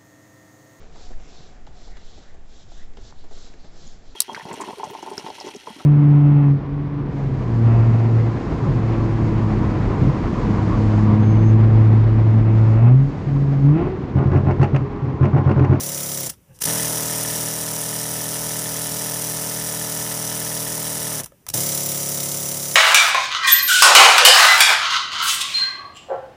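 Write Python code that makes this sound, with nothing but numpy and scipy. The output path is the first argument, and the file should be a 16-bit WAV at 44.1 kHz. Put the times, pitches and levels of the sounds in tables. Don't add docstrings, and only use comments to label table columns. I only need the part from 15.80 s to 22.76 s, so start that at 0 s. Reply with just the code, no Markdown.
import sys
import numpy as np
from scipy import signal
from scipy.fft import rfft, irfft, next_fast_len
from scipy.io import wavfile

SR = 44100
rng = np.random.default_rng(int(sys.argv[2]) if len(sys.argv) > 2 else 0)


def bounce(signal):
    frames = np.transpose(np.atleast_2d(signal))
    limited = np.clip(frames, -1, 1)
    pcm = np.round(limited * 32767).astype(np.int16)
    wavfile.write(sys.argv[1], SR, pcm)


N = 306759
TIME = np.arange(N) / SR
FFT_SIZE = next_fast_len(N + 8192, True)
FREQS = np.fft.rfftfreq(FFT_SIZE, 1 / SR)

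# start, stop and braking time in seconds,
# cruising speed and surge in turns per second, first angle in turns.
CRANK_RUNS = [(-2, .58, .05, 35.3435, 0, -.042), (.8084, 5.48, .0367, 39.8216, 35.9, .3548),
              (5.7029, 9, .05, 35.3123, 18.6, -.3594)]
AIR_RUNS = [(-1.5, .01, 0.473, 0.013, .1), (0.8445, 0.031, 5.408, 0.0041, .08),
            (5.737, 0.0028, 9, .01, 0.4)]
FORWARD_BEATS = [(.088, .594, .029, .564), (.351, .641, .07, .773), (.546, .196, .01, .393),
                 (.633, .121, .008, .076), (.789, 0.75, 0.091, 0.65)]
BACKWARD_BEATS = [(.118, 0.2, 0.016, 0.51), (.36, .707, 0.046, .622), (.55, 1.626, 0.16, 0.61),
                  (.639, 0.41, 0.089, 0.24), (.816, 0.48, 0.044, 0.4)]
# crank angle and half width in turns, level in dB.
FORWARD_PORTS = [(.17, .07, -1.5), (.44, 0.12, 0.05), (0.608, .05, 0), (.875, .055, -2)]
BACKWARD_PORTS = [(.17, 0.081, -0.2), (.33, 0.12, 0), (.61, 0.094, -2.5), (.9, 0.065, -3)]
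# crank angle in turns, level in dB.
FORWARD_KNOCKS = [(.088, 7), (.36, 5), (.546, -3), (.625, 7), (.8, 2)]
BACKWARD_KNOCKS = [(0.117, 6.5), (0.36, 3), (.546, -8), (0.676, 5.5), (0.814, 0)]
# pitch in Hz, width in Hz, level in dB going forward, level in dB going backward.
EXHAUST_TONES = [(118, 38.8, 15, 15), (395.4, 23, -5.5, -3.5), (576, 165, 4, 6), (728, 40, 7.5, 9.5),
                 (935, 57, -2, 0)]
PORT_TONES = [(3020, 550, -9.5, -10.5), (3810, 520, -9.5, -8.5), (5260, 950, -4, -2.5), (5820, 420, 0, 1.5),
              (6015, 280, -3, 2.5), (6730, 810, -4.5, -3), (7230, 560, -5, 1.5), (8040, 540, -4, -3),
              (8870, 460, -0.5, 0.5), (9280, 1500, -3.5, -4), (10000, 710, 0.5, 2), (11130, 920, -3.5, -1),
              (13000, 700, -5, -18), (13740, 470, -2.5, 1), (15400, 830, 0, 5)]
FRAME_TONES = [(560, 69, -17, 11.5), (702, 54, 9, 2), (950, 200, 10, -12), (1297, 81, 10.5, 4.5),
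               (1480, 190, -16, -2.5), (1680, 73, 6, -15), (2044, 67, 8.5, 6), (2320, 500, -2.5, -6.5),
               (3100, 160, 0, -5), (3290, 380, -3, -0.5), (3540, 260, -1, -13.5)]
CROSSHEAD_TONES = [(1762, 28, 12, -29), (1970, 180, -0.5, -4), (2990, 59, 1, 0.5), (3340, 72, 3, -6),
                   (3980, 340, -6, 3)]
# frequency in Hz, level in dB.
RUSH_SPECTRUM = [(25, -16), (60, -3.5), (95, -0.5), (200, 2.5), (290, -4), (380, -1.5), (500, -2.5),
                 (650, -4.5), (950, -2), (1130, -7.5), (1900, -3), (2600, -8.5), (6000, -21.5),
                 (15000, -26)]
# time of the peak in seconds, level in dB, length in seconds.
AIR_SPURTS = [(0.5, -24, 0.0091), (0.536, -54, 0.014), (.76, -54, 0.024), (0.811, -34, 0.0085),
              (.8225, -19.5, 0.0081), (0.84, -18, 0.0064), (.857, -16.5, 0.0063), (5.436, -29, 0.0029),
              (5.444, -29, 0.0042), (5.467, -48, 0.0043), (5.689, -22, 0.0042), (5.702, -23.5, 0.0034),
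              (5.7425, -25, 0.0083), (5.773, -30, 0.0055)]
LINK_RUBS = [(.51, -46, 0.036), (.62, -69, .06), (.71, -51, 0.037), (.78, -53, 0.061), (5.44, -45, 0.042),
             (5.53, -64, .06), (5.71, -43.5, 0.037)]
# start in seconds, ring level in dB, snap level in dB.
LINK_HITS = [(.537, -51, -52), (.789, -60, -37), (.811, -40, -42), (5.392, -36, -24), (5.4597, -40, -27.5),
             (5.52, -58, -56), (5.666, -40.5, -30.5)]
# start in seconds, level in dB.
LEVER_HITS = [(.69, -48), (5.521, -37)]
# pitch in Hz, width in Hz, level in dB.
LINK_TONES = [(125, 61, 2.5), (325, 50, -15), (520, 22, -4), (800, 330, -20), (1640, 160, -18.5),
              (2750, 250, -21)]
LEVER_TONES = [(553, 24, -9.5), (600, 30, -15), (1227, 65, -20), (1730, 60, -19)]
# frequency in Hz, level in dB.
WORKSHOP_SPECTRUM = [(25, -13), (60, -0.5), (170, -1.5), (300, -10), (430, -10), (650, -19), (1500, -24),
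                     (3000, -26.5), (4400, -35), (6000, -30), (10000, -30), (15000, -24)]


def engine(run, forward, beat_db, hiss_db, knock_db, rush_db, spit_db,
           slap_db, slap_angle, jet_angle, jet_turns, jet_db):
    beats = FORWARD_BEATS if forward else BACKWARD_BEATS
    rods = FORWARD_KNOCKS if forward else BACKWARD_KNOCKS
    ports = FORWARD_PORTS if forward else BACKWARD_PORTS
    angle = crank_angle(*CRANK_RUNS[run])
    beat_gain, hiss_gain = air_supply(*AIR_RUNS[run])
    levelled = lambda x: x / np.std(x[beat_gain > .5])
    port_colour = humps(one_way(PORT_TONES, forward))
    hiss, opening = port_hiss(angle, ports, port_colour, jet_angle, jet_turns, jet_db)
    spit = from_db(spit_db) * levelled(oil_spit(opening, port_colour))
    knock = from_db(knock_db) * levelled(rod_knocks(angle, rods, one_way(FRAME_TONES, forward)))
    slap = crosshead_slaps(angle, slap_angle, one_way(CROSSHEAD_TONES, forward))
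    slap = from_db(slap_db) * levelled(slap)
    rush = from_db(rush_db) * levelled(exhaust_rush(angle, beats))
    drone = levelled(exhaust_drone(angle, beats, one_way(EXHAUST_TONES, forward)))
    beating = from_db(beat_db) * beat_gain * (drone + knock + slap + rush)
    return beating + from_db(hiss_db) * hiss_gain * (levelled(hiss) + spit)


def crank_angle(start, stop, brake_s, cruise, surge, first_angle):
    spin_up_s, surge_s, sag_s, sag_share = .0506, .0689, .494, .0192
    age, left = np.maximum(TIME - start, 0), np.maximum(stop - TIME, 0)
    drive = cruise + surge * (np.exp(-age / surge_s) - sag_share * np.exp(-age / sag_s))
    speed = drive * (1 - np.exp(-age / spin_up_s)) * (1 - np.exp(-left / brake_s))
    return first_angle + np.cumsum(speed) / SR


def air_supply(opens, opening_s, shuts, hiss_fade_s, easing_s, beat_fade_s=.021):
    kick_db, kick_s, boost_db, boost_s = 4.5, .2, 1.43, .837
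    hiss_kick_s = .18
    age, since_shut = np.maximum(TIME - opens, 0), np.clip(TIME - shuts, 0, .5)
    boost = from_db(boost_db * np.clip(.5 + (boost_s - age) / easing_s, 0, 1))
    held = np.clip(age / opening_s, 0, 1) * boost
    beats = from_db(kick_db * np.exp(-age / kick_s)) * np.exp(-since_shut / beat_fade_s)
    hiss = from_db(kick_db * np.exp(-age / hiss_kick_s)) * np.exp(-since_shut / hiss_fade_s)
    return held * beats, held * hiss


def exhaust_drone(angle, beats, tones, thump_turns=.03, shudder_turns=.0016, low_cut_hz=198):
    k = np.arange(40)
    thump_shape = np.exp(-(np.pi * k * thump_turns) ** 2)
    harmonics = 0
    for at, drop, recovery, thump in beats:
        beat = thump * thump_shape - drop / (1 + 2j * np.pi * k * recovery)
        harmonics += np.exp(-2j * np.pi * k * at) * beat
    one_turn = irfft(harmonics * (k > 0), 1024)
    shaky_angle = angle + shudder_turns * drift(150)
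    pressure = np.interp(shaky_angle, np.arange(1024) / 1024, one_turn, period=1)
    pressure *= 1 + .045 * drift(170)
    sound = coloured(pressure, (1j * FREQS / (1j * FREQS + low_cut_hz)) ** 2)
    return sound + ring(sound, tones)


def exhaust_rush(angle, beats, fade_turns=.14):
    flare = 1.5 + sum(thump * np.exp(-((angle - at) % 1) / fade_turns) for at, _, _, thump in beats)
    return flare * noise(slope(RUSH_SPECTRUM))


def port_hiss(angle, ports, colour, jet_angle, jet_turns, jet_db, closed_leak_db=-6):
    flow = sum(from_db(db) ** 2 * np.exp(-(((angle - at + .5) % 1 - .5) / width) ** 2)
               for at, width, db in ports)
    flicker = from_db(.57 * drift(140) + .59 * drift(1100))
    opening = np.sqrt(flow + from_db(closed_leak_db) ** 2) * flicker
    crack = np.exp(-((angle - jet_angle) % 1) / jet_turns)
    jet = from_db(jet_db + 1.6 * drift(60)) * crack * noise(colour * (FREQS / 12000) ** 2.2)
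    return opening * noise(colour) + jet, opening


def oil_spit(opening, colour):
    sizes = rng.uniform(-1, 1, N)
    bursts = rng.random(N) < 260 * opening ** 2 / SR
    return coloured(sizes * bursts, colour * FREQS / SR)


def rod_knocks(angle, rods, tones, scatter_db=5, play_turns=.006):
    clicks, turns = np.zeros(N), np.arange(int(angle[-1]) + 1)
    for at, db in rods:
        timing, force = rng.uniform(-1, 1, (256, 2))[:len(turns)].T
        when = np.searchsorted(angle, turns + at + play_turns * timing)
        clicks[when[when < N]] += from_db(db + scatter_db * force[when < N])
    return ring(clicks, tones)


def crosshead_slaps(angle, at, tones, alternation=.2):
    clicks, turns = np.zeros(N), np.arange(int(angle[-1]))
    force = np.clip(rng.random(256)[:len(turns)] + alternation * (turns % 2 - .5), 0, 1)
    when = np.minimum(np.searchsorted(angle, turns + at), N - 1)
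    clicks[when] = force
    return ring(clicks, tones)


def air_spurts(leak_db, thud_db):
    swell = swells(AIR_SPURTS)
    hiss = (swell + from_db(leak_db)) * noise(humps(one_way(PORT_TONES, forward=True)))
    thud = from_db(thud_db) * swell * noise(slope(RUSH_SPECTRUM))
    return hiss + thud


def reversing_link(ring_s, snap_s):
    fade = lambda start, length: (TIME >= start) * np.exp(-np.minimum(abs(TIME - start) / length, 50))
    frame = noise(humps(one_way(FRAME_TONES, forward=True)))
    frame *= sum(from_db(db) * fade(start, ring_s) for start, db, _ in LINK_HITS)
    snap = noise(humps(one_way(PORT_TONES, forward=True)))
    snap *= sum(from_db(db) * fade(start, snap_s) for start, _, db in LINK_HITS)
    rub = swells(LINK_RUBS) * noise(humps(LINK_TONES))
    return frame + snap + rub


def lever_clinks():
    out = np.zeros(N)
    for start, hit_db in LEVER_HITS:
        age = np.maximum(TIME - start, 0)
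        for hz, width, db in LEVER_TONES:
            fade = np.exp(-np.minimum(np.pi * width * age, 20))
            out += from_db(hit_db + db) * np.sin(2 * np.pi * hz * age) * fade
    return out


def workshop(sound, echo_s, echo_db, background_db):
    fade = from_db(-60 * np.minimum(TIME / echo_s, 4)) * (TIME > .003)
    low_cut = signal.butter(2, 1500, "high", fs=SR, output="sos")
    tail = signal.sosfilt(low_cut, rng.standard_normal(N) * fade)
    echoes = coloured(sound, rfft(tail / np.sqrt(np.sum(tail ** 2)), FFT_SIZE))
    return sound + from_db(echo_db) * echoes + from_db(background_db) * noise(slope(WORKSHOP_SPECTRUM))


def from_db(db):
    return 10 ** (np.asarray(db) / 20)


def rms_one(x):
    return x / np.sqrt(np.mean(x ** 2) + 1e-20)


def drift(rate):
    return rms_one(np.interp(TIME * rate, np.arange(8192), rng.standard_normal(8192)))


def coloured(x, colour):
    return irfft(rfft(x, FFT_SIZE) * colour, FFT_SIZE)[:N]


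def noise(colour):
    return rms_one(coloured(rng.standard_normal(N), colour))


def slope(points):
    hz, db = np.transpose(points)
    return from_db(np.interp(np.log(FREQS + 1), np.log(hz), db))


def humps(tones):
    return np.sqrt(sum(from_db(db) ** 2 / (1 + ((FREQS - hz) / width) ** 2 * 2) ** 2
                       for hz, width, db in tones))


def ring(x, tones):
    out = 0
    for k, (hz, width, db) in enumerate(tones):
        r = np.exp(-np.pi * width / SR)
        feedback = [1, -2 * r * np.cos(2 * np.pi * hz / SR), r * r]
        ringing = signal.lfilter([1, 0, -1], feedback, x + 1e-18)
        out += (-1) ** k * from_db(db) * (1 - r * r) / 2 * ringing
    return out


def one_way(tones, forward):
    return [(hz, width, fore if forward else back) for hz, width, fore, back in tones]


def swells(rows):
    return sum(from_db(db) * np.exp(-2 * ((TIME - peak) / length) ** 2) for peak, db, length in rows)


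def scene():
    near = engine(0, forward=False, beat_db=-35, hiss_db=-27, knock_db=-8, rush_db=-8, spit_db=-17,
                  slap_db=-16, slap_angle=.2, jet_angle=.22, jet_turns=.11, jet_db=-6)
    near += engine(1, forward=True, beat_db=-33, hiss_db=-27, knock_db=-12, rush_db=-7, spit_db=-16.5,
                   slap_db=-11.5, slap_angle=.0309, jet_angle=.575, jet_turns=.056, jet_db=-2.5)
    near += engine(2, forward=False, beat_db=-35, hiss_db=-26.5, knock_db=-9, rush_db=-9.3, spit_db=-19,
                   slap_db=-13, slap_angle=.22, jet_angle=.22, jet_turns=.089, jet_db=-2)
    near += air_spurts(leak_db=-68.5, thud_db=-13.5)
    near += reversing_link(ring_s=.007, snap_s=.0022) + lever_clinks()
    return workshop(near, echo_s=.12, echo_db=-13, background_db=-57)[None]


def record(dry):
    cutoff_hz = 15320
    return signal.sosfilt(signal.ellip(12, .1, 80, cutoff_hz, fs=SR, output="sos"), dry)


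dry = scene()
out = record(dry)
bounce(out)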